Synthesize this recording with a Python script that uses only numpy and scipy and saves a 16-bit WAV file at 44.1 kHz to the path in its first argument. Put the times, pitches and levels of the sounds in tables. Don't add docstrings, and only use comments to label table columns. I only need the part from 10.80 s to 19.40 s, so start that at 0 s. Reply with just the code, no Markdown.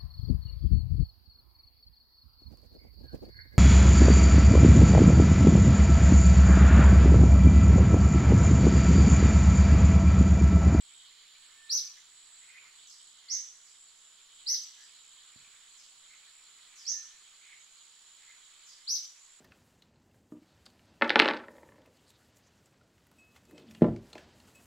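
import sys
import numpy as np
from scipy import signal
from scipy.fft import rfft, irfft
from scipy.io import wavfile

SR = 44100
rng = np.random.default_rng(int(sys.argv[2]) if len(sys.argv) > 2 else 0)


def unload_wav(signal):
    wavfile.write(
        sys.argv[1],
        SR,
        np.round(np.clip(np.atleast_2d(signal).T, -1, 1) * 32767).astype(np.int16),
    )


N = 379260
TIME = np.arange(N) / SR


def from_db(db):
    return 10 ** (np.asarray(db) / 20)


def rms_one(x):
    return x / np.sqrt(np.mean(x ** 2) + 1e-20)


def in_time(rows):
    times, values = np.reshape(rows, (-1, 2)).T
    return np.interp(TIME, times, values)


def at_hz(points, hz):
    point_hz, values = np.array(points).T
    return np.interp(np.log(hz + 1e-9), np.log(point_hz), values)


def panned(side_db):
    return from_db(np.array([[.5], [-.5]]) * side_db)


def drift(rate_hz):
    hz = np.fft.rfftfreq(N, 1 / SR)
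    spectrum = rfft(rng.standard_normal(N))
    return rms_one(irfft(spectrum / (1 + (hz / rate_hz) ** 2), N))


def swell(middle_s, length_s):
    return np.cos(np.pi * np.clip((TIME - middle_s) / length_s, -.5, .5))


# pitch_hz, correlation (1 is identical)
EAR_LIKENESS = [(30, 0.46), (300, 0.54), (3000, 0.59), (7000, 0.12), (15000, 0.018)]
# pitch_hz, left_over_right_db
EAR_BALANCE = [(30, 2), (1300, -.5), (2400, -3), (8000, -3.5), (15000, 1)]


def diffuse(colour, patchy_db, flicker_hz):
    hz = np.fft.rfftfreq(N, 1 / SR)
    mid, side = rfft(rng.standard_normal((2, N)))
    alike = np.clip(at_hz(EAR_LIKENESS, hz), -1, 1)
    both = np.sqrt(1 + alike) * mid + np.sqrt(1 - alike) * side * [[1], [-1]]
    both = both * from_db(at_hz(colour, hz)) * panned(at_hz(EAR_BALANCE, hz))
    edges_hz = np.append(0, np.geomspace(500, 7000, 10))
    out = irfft(both * (hz >= edges_hz[-1]), N)
    for low, high in zip(edges_hz, edges_hz[1:]):
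        band = irfft(both * ((hz >= low) & (hz < high)), N)
        out += band * from_db(patchy_db * drift(flicker_hz))
    return rms_one(out)


def foliage(x, wet_db, t60, early_db, early_t60):
    t = TIME[:SR]
    leaves, trunks, shared = rng.standard_normal((3, 2, SR)) * (rng.random((3, 2, SR)) < .04)
    clump_s, clump_db = .005, 2
    knots = np.arange(0, 1, clump_s)
    clumps = from_db(clump_db * np.interp(t, knots, rng.standard_normal(len(knots))))
    near = (leaves + 0.96 * shared[0]) * from_db(-60 * t / early_t60)
    far = (trunks + 0.66 * shared[1]) * clumps * from_db(-60 * t / t60)
    far = far * (1 - np.exp(-t / 0.0089))
    echoes = (from_db(early_db) * rms_one(near) + from_db(wet_db) * rms_one(far)) / np.sqrt(SR)
    echoes[:, 0] += 1
    echoes = echoes / np.sqrt(np.sum(echoes ** 2) / 2)
    return signal.fftconvolve(x * np.ones((2, 1)), echoes, axes=1)[:, :N]


def note(form, start_s, stretch, overtone_db, rough):
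    s, hz, db = np.transpose(form)
    out = np.zeros(N)
    on = (TIME >= start_s) & (TIME < start_s + s[-1] * stretch)
    age = (TIME[on] - start_s) / stretch
    quaver = np.interp(age, np.arange(200) / 1400, rng.standard_normal(200))
    phase = 2 * np.pi * np.cumsum(np.interp(age, s, hz) * (1 + rough * quaver)) / SR
    edges = np.clip(np.minimum(age, s[-1] - age) / 0.002, 0, 1)
    tone = np.sin(phase) + from_db(overtone_db) * np.sin(2 * phase)
    out[on] = np.sqrt(2) * edges * from_db(np.interp(age, s, db)) * tone
    return out


# pitch_hz, level_db (per Hz)
HUSH_COLOUR = [(20, 2.5), (50, -13.5), (130, -11.5), (300, -13.5), (400, -8.5), (520, -13), (1100, -2),
               (2300, -5), (5700, -1), (6300, -14), (8400, -3.5), (9100, -3), (11000, -12.5),
               (15500, -31.5)]


def forest_hush():
    return from_db(-64.5) * diffuse(HUSH_COLOUR, patchy_db=0.25, flicker_hz=18)


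# time_s, level_db
CALL_BAND_LEVEL = [(0.0, -70), (1.03, -67), (1.53, -70.5), (1.87, -62), (2.11, -75), (3.21, -75),
                   (3.97, -70), (4.21, -71.5), (4.76, -66), (4.98, -72), (6.03, -65.5), (7.11, -75),
                   (7.5, -66), (8.6, -73.5)]
# pitch_hz, level_db (per Hz)
CALL_BAND_TONE = [(800, -19), (1200, -3), (1700, -3), (2200, 0.5), (2600, 0.5), (3100, -25)]


def far_call_band():
    lift_db = 0.5
    return from_db(lift_db + in_time(CALL_BAND_LEVEL)) * diffuse(CALL_BAND_TONE, patchy_db=3.0, flicker_hz=19)


# time_s, level_db
HISS_LEVEL = [(0.0, -63), (.6, -62), (1.12, -63.5), (1.39, -66), (1.62, -64), (2.0, -64.5), (2.44, -65.5),
              (2.99, -69), (3.88, -61), (4.21, -63.5), (6.78, -65), (8.14, -65), (8.6, -70.5)]
# pitch_hz, level_db (per Hz)
HISS_TONE = [(2500, -38), (2850, 0), (3100, 4.5), (3600, 3), (4200, 3.5), (4700, -1), (5300, -46),
             (6200, -23.5)]


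def insect_chorus():
    lift_db = 2.5
    return from_db(lift_db + in_time(HISS_LEVEL)) * diffuse(HISS_TONE, patchy_db=2.0, flicker_hz=11.0)


def cricket(tone_hz, strokes_per_s, sharpness, tone_spread):
    stroke = np.cumsum(strokes_per_s * (1 + 0.0099 * drift(6.1))) / SR
    burst = np.abs(np.sin(np.pi * stroke)) ** sharpness
    phase = 2 * np.pi * np.cumsum(tone_hz * (1 + tone_spread * drift(119.8))) / SR
    return rms_one(burst * np.sin(phase))


# start_s, length_s, level_db (at the start)
CRICKET_PHRASES = [(0.02, 0.17, -59), (0.62, 0.42, -61.5), (1.344, 0.34, -60.5), (1.967, 0.38, -61),
                   (2.547, 0.75, -63), (3.524, 5.3, -63.5)]


def phrased_song():
    rise_db_per_s, fall_db_per_s, sag_db_per_s = 175, 118, 0.6
    level = np.full(N, -74.0)
    for start_s, length_s, db in CRICKET_PHRASES:
        age = TIME - start_s
        outside = np.maximum(-age * rise_db_per_s, (age - length_s) * fall_db_per_s)
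        held = db - sag_db_per_s * np.maximum(age, 0)
        level = np.maximum(level, held - np.maximum(outside, 0))
    return level


# tone_hz, strokes_per_s, left_over_right_db,
# tone_unsteadiness (share of the tone), echo_db (middle of the two echo levels)
CRICKET_SINGERS = [(6800, 63, -3, .019, 9), (7230, 70, -3, .025, 9), (7810, 70.3, -2, .008, 4.5)]
# start_level_db, growth_db_per_s
UNBROKEN_SONGS = [(-68, 0.41), (-64, 0.05)]


def crickets():
    out = 0
    waver_db, waver_hz = 1.52, 9
    songs = [db + growth * TIME for db, growth in UNBROKEN_SONGS] + [phrased_song()]
    for (hz, rate, side_db, spread, echo_db), song_db in zip(CRICKET_SINGERS, songs):
        voice = cricket(hz, rate, sharpness=2.5, tone_spread=spread)
        left, right = foliage(voice, wet_db=echo_db - 1, t60=.35, early_db=echo_db + 1, early_t60=.02)
        blurred = np.array([rms_one(left), rms_one(right)])
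        loudness = from_db(song_db + waver_db * drift(waver_hz))
        out = out + panned(side_db) * loudness * blurred
    return out


# middle_s, length_s, pitch_hz, level_db (before the bloom)
FAR_WHISTLES = [(0.842, 0.88, 1785, -69.5), (6.178, 0.46, 1785, -67.5)]


def far_whistles():
    whistles = 0
    for middle_s, length_s, hz, db in FAR_WHISTLES:
        tone = np.sin(2 * np.pi * np.cumsum(hz * (1 + 0.0072 * drift(46))) / SR)
        bloom = swell(middle_s, length_s) + 2 * swell(middle_s, length_s / 5)
        whistles = whistles + from_db(db) * bloom * tone
    return panned(-1.6) * foliage(whistles, wet_db=0.0, t60=0.28, early_db=-20, early_t60=0.064)


# time_s, pitch_hz, level_db (added to each chirp's own)
LONG_FORM = [(0, 3500, -33), (.008, 3980, -19), (.018, 4630, -8), (.03, 5400, -7.5), (.042, 5860, -3.5),
             (.054, 6080, -10), (.069, 6270, -13.5), (.081, 6045, -3.5), (.089, 4786, -9),
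             (.097, 3210, -23.5)]
# time_s, pitch_hz, level_db
SHORT_FORM = [(0, 3860, -39), (.011, 4420, -19.5), (.02, 4900, -15.5), (.033, 5650, -9), (.04, 5770, -6),
              (.045, 6050, -4), (.05, 6525, -9.5), (.062, 6350, -12.5), (.07, 5670, -12.5),
              (.076, 4760, -25.5), (.082, 3340, -24)]
# start_s, level_db, stretch (times as long), left_over_right_db, form (0 long, 1 short)
BIRD_CHIRPS = [(0.886, -19.5, 0.98, -1.5, 0), (2.476, -20.5, 0.95, -2.5, 1), (3.655, -20, 0.97, -1.5, 0),
               (6.043, -21, 0.98, -3, 1), (8.064, -21.5, 1, -1, 0)]


def near_bird():
    long_calls, short_calls = np.zeros((2, 2, N))
    for start_s, db, stretch, side_db, form in BIRD_CHIRPS:
        gains = from_db(db) * panned(side_db)
        if form < .5:
            long_calls += gains * note(LONG_FORM, start_s, stretch, overtone_db=-25, rough=0.005)
        else:
            short_calls += gains * note(SHORT_FORM, start_s, stretch, overtone_db=-33.5, rough=0.0087)
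    return (foliage(long_calls, wet_db=8.5, t60=0.4, early_db=8.5, early_t60=0.14)
            + foliage(short_calls, wet_db=19, t60=0.45, early_db=15.0, early_t60=0.15))


# middle_s, length_s, pitch_hz, level_db
HOARSE_CALLS = [(1.633, 0.06, 2114, -58), (1.702, 0.064, 2380, -55), (1.769, 0.078, 2223, -51.5),
                (1.86, 0.037, 2220, -58), (2.536, 0.26, 2034, -60), (3.715, 0.11, 2055, -57),
                (4.015, 0.099, 1755, -61), (5.334, 0.093, 2212, -59), (6.644, 0.086, 2250, -56.5),
                (6.724, 0.14, 2238, -54.5), (7.503, 0.066, 2086, -58)]


def hoarse_calls():
    rasp = np.cumsum(1 + .1 * drift(202.1)) / SR
    rattle = rms_one(from_db(2.7 * drift(38)))
    calls = 0
    for middle_s, length_s, hz, db in HOARSE_CALLS:
        calls = calls + from_db(db) * swell(middle_s, length_s) * np.sin(2 * np.pi * hz * rasp)
    return panned(-1.6) * foliage(rattle * calls, wet_db=8, t60=0.44, early_db=8, early_t60=0.038)


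# time_s, pitch_hz, level_db (added to each chip's own)
CHIP_FORM = [(0, 7270, -4), (.01, 6320, 6.5), (.024, 5370, -2.5), (.05, 4960, 4.5), (.06, 4360, -5)]
# start_s, level_db, stretch (times as long)
FAR_CHIPS = [(2.063, -54, 0.93), (2.839, -62, 0.77), (3.975, -59.5, 1), (4.966, -57, 0.61),
             (5.949, -53, 0.94), (7.855, -55, 0.96)]


def far_chips():
    chips = 0
    for start_s, db, stretch in FAR_CHIPS:
        chips = chips + from_db(db) * note(CHIP_FORM, start_s, stretch, overtone_db=-22, rough=0.078)
    return panned(-1.6) * foliage(chips, wet_db=19, t60=0.61, early_db=16, early_t60=0.3)


# start_s, level_db
BUMP_KNOCKS = [(4.56, -54), (4.675, -70)]
# pitch_hz, level_db (added to the knock's own), t60_s (time to fade by 60 dB)
BUMP_TONES = [(126, -2, 0.092), (164, -6, 0.055), (230, -4.5, 0.066), (333, -21, 0.045), (615, -20, .06)]


def bump():
    out = np.zeros(N)
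    for start_s, db in BUMP_KNOCKS:
        age = np.maximum(TIME - start_s, 0)
        for hz, tone_db, t60_s in BUMP_TONES:
            fading = from_db(db + tone_db - 60 * np.minimum(age / t60_s, 2))
            out -= fading * np.sin(2 * np.pi * hz * age)
    out = signal.sosfilt(signal.butter(2, 100, "high", fs=SR, output="sos"), out)
    return panned(-12) * foliage(out, wet_db=-5.5, t60=0.43, early_db=-6, early_t60=0.088)


def scene():
    background = forest_hush() + far_call_band() + insect_chorus()
    far_birds = far_whistles() + hoarse_calls() + far_chips()
    return background + crickets() + far_birds + near_bird() + bump()


def record(dry):
    return signal.sosfilt(signal.ellip(10, .1, 80, 15700, fs=SR, output="sos"), dry)


dry = scene()
out = record(dry)
unload_wav(out)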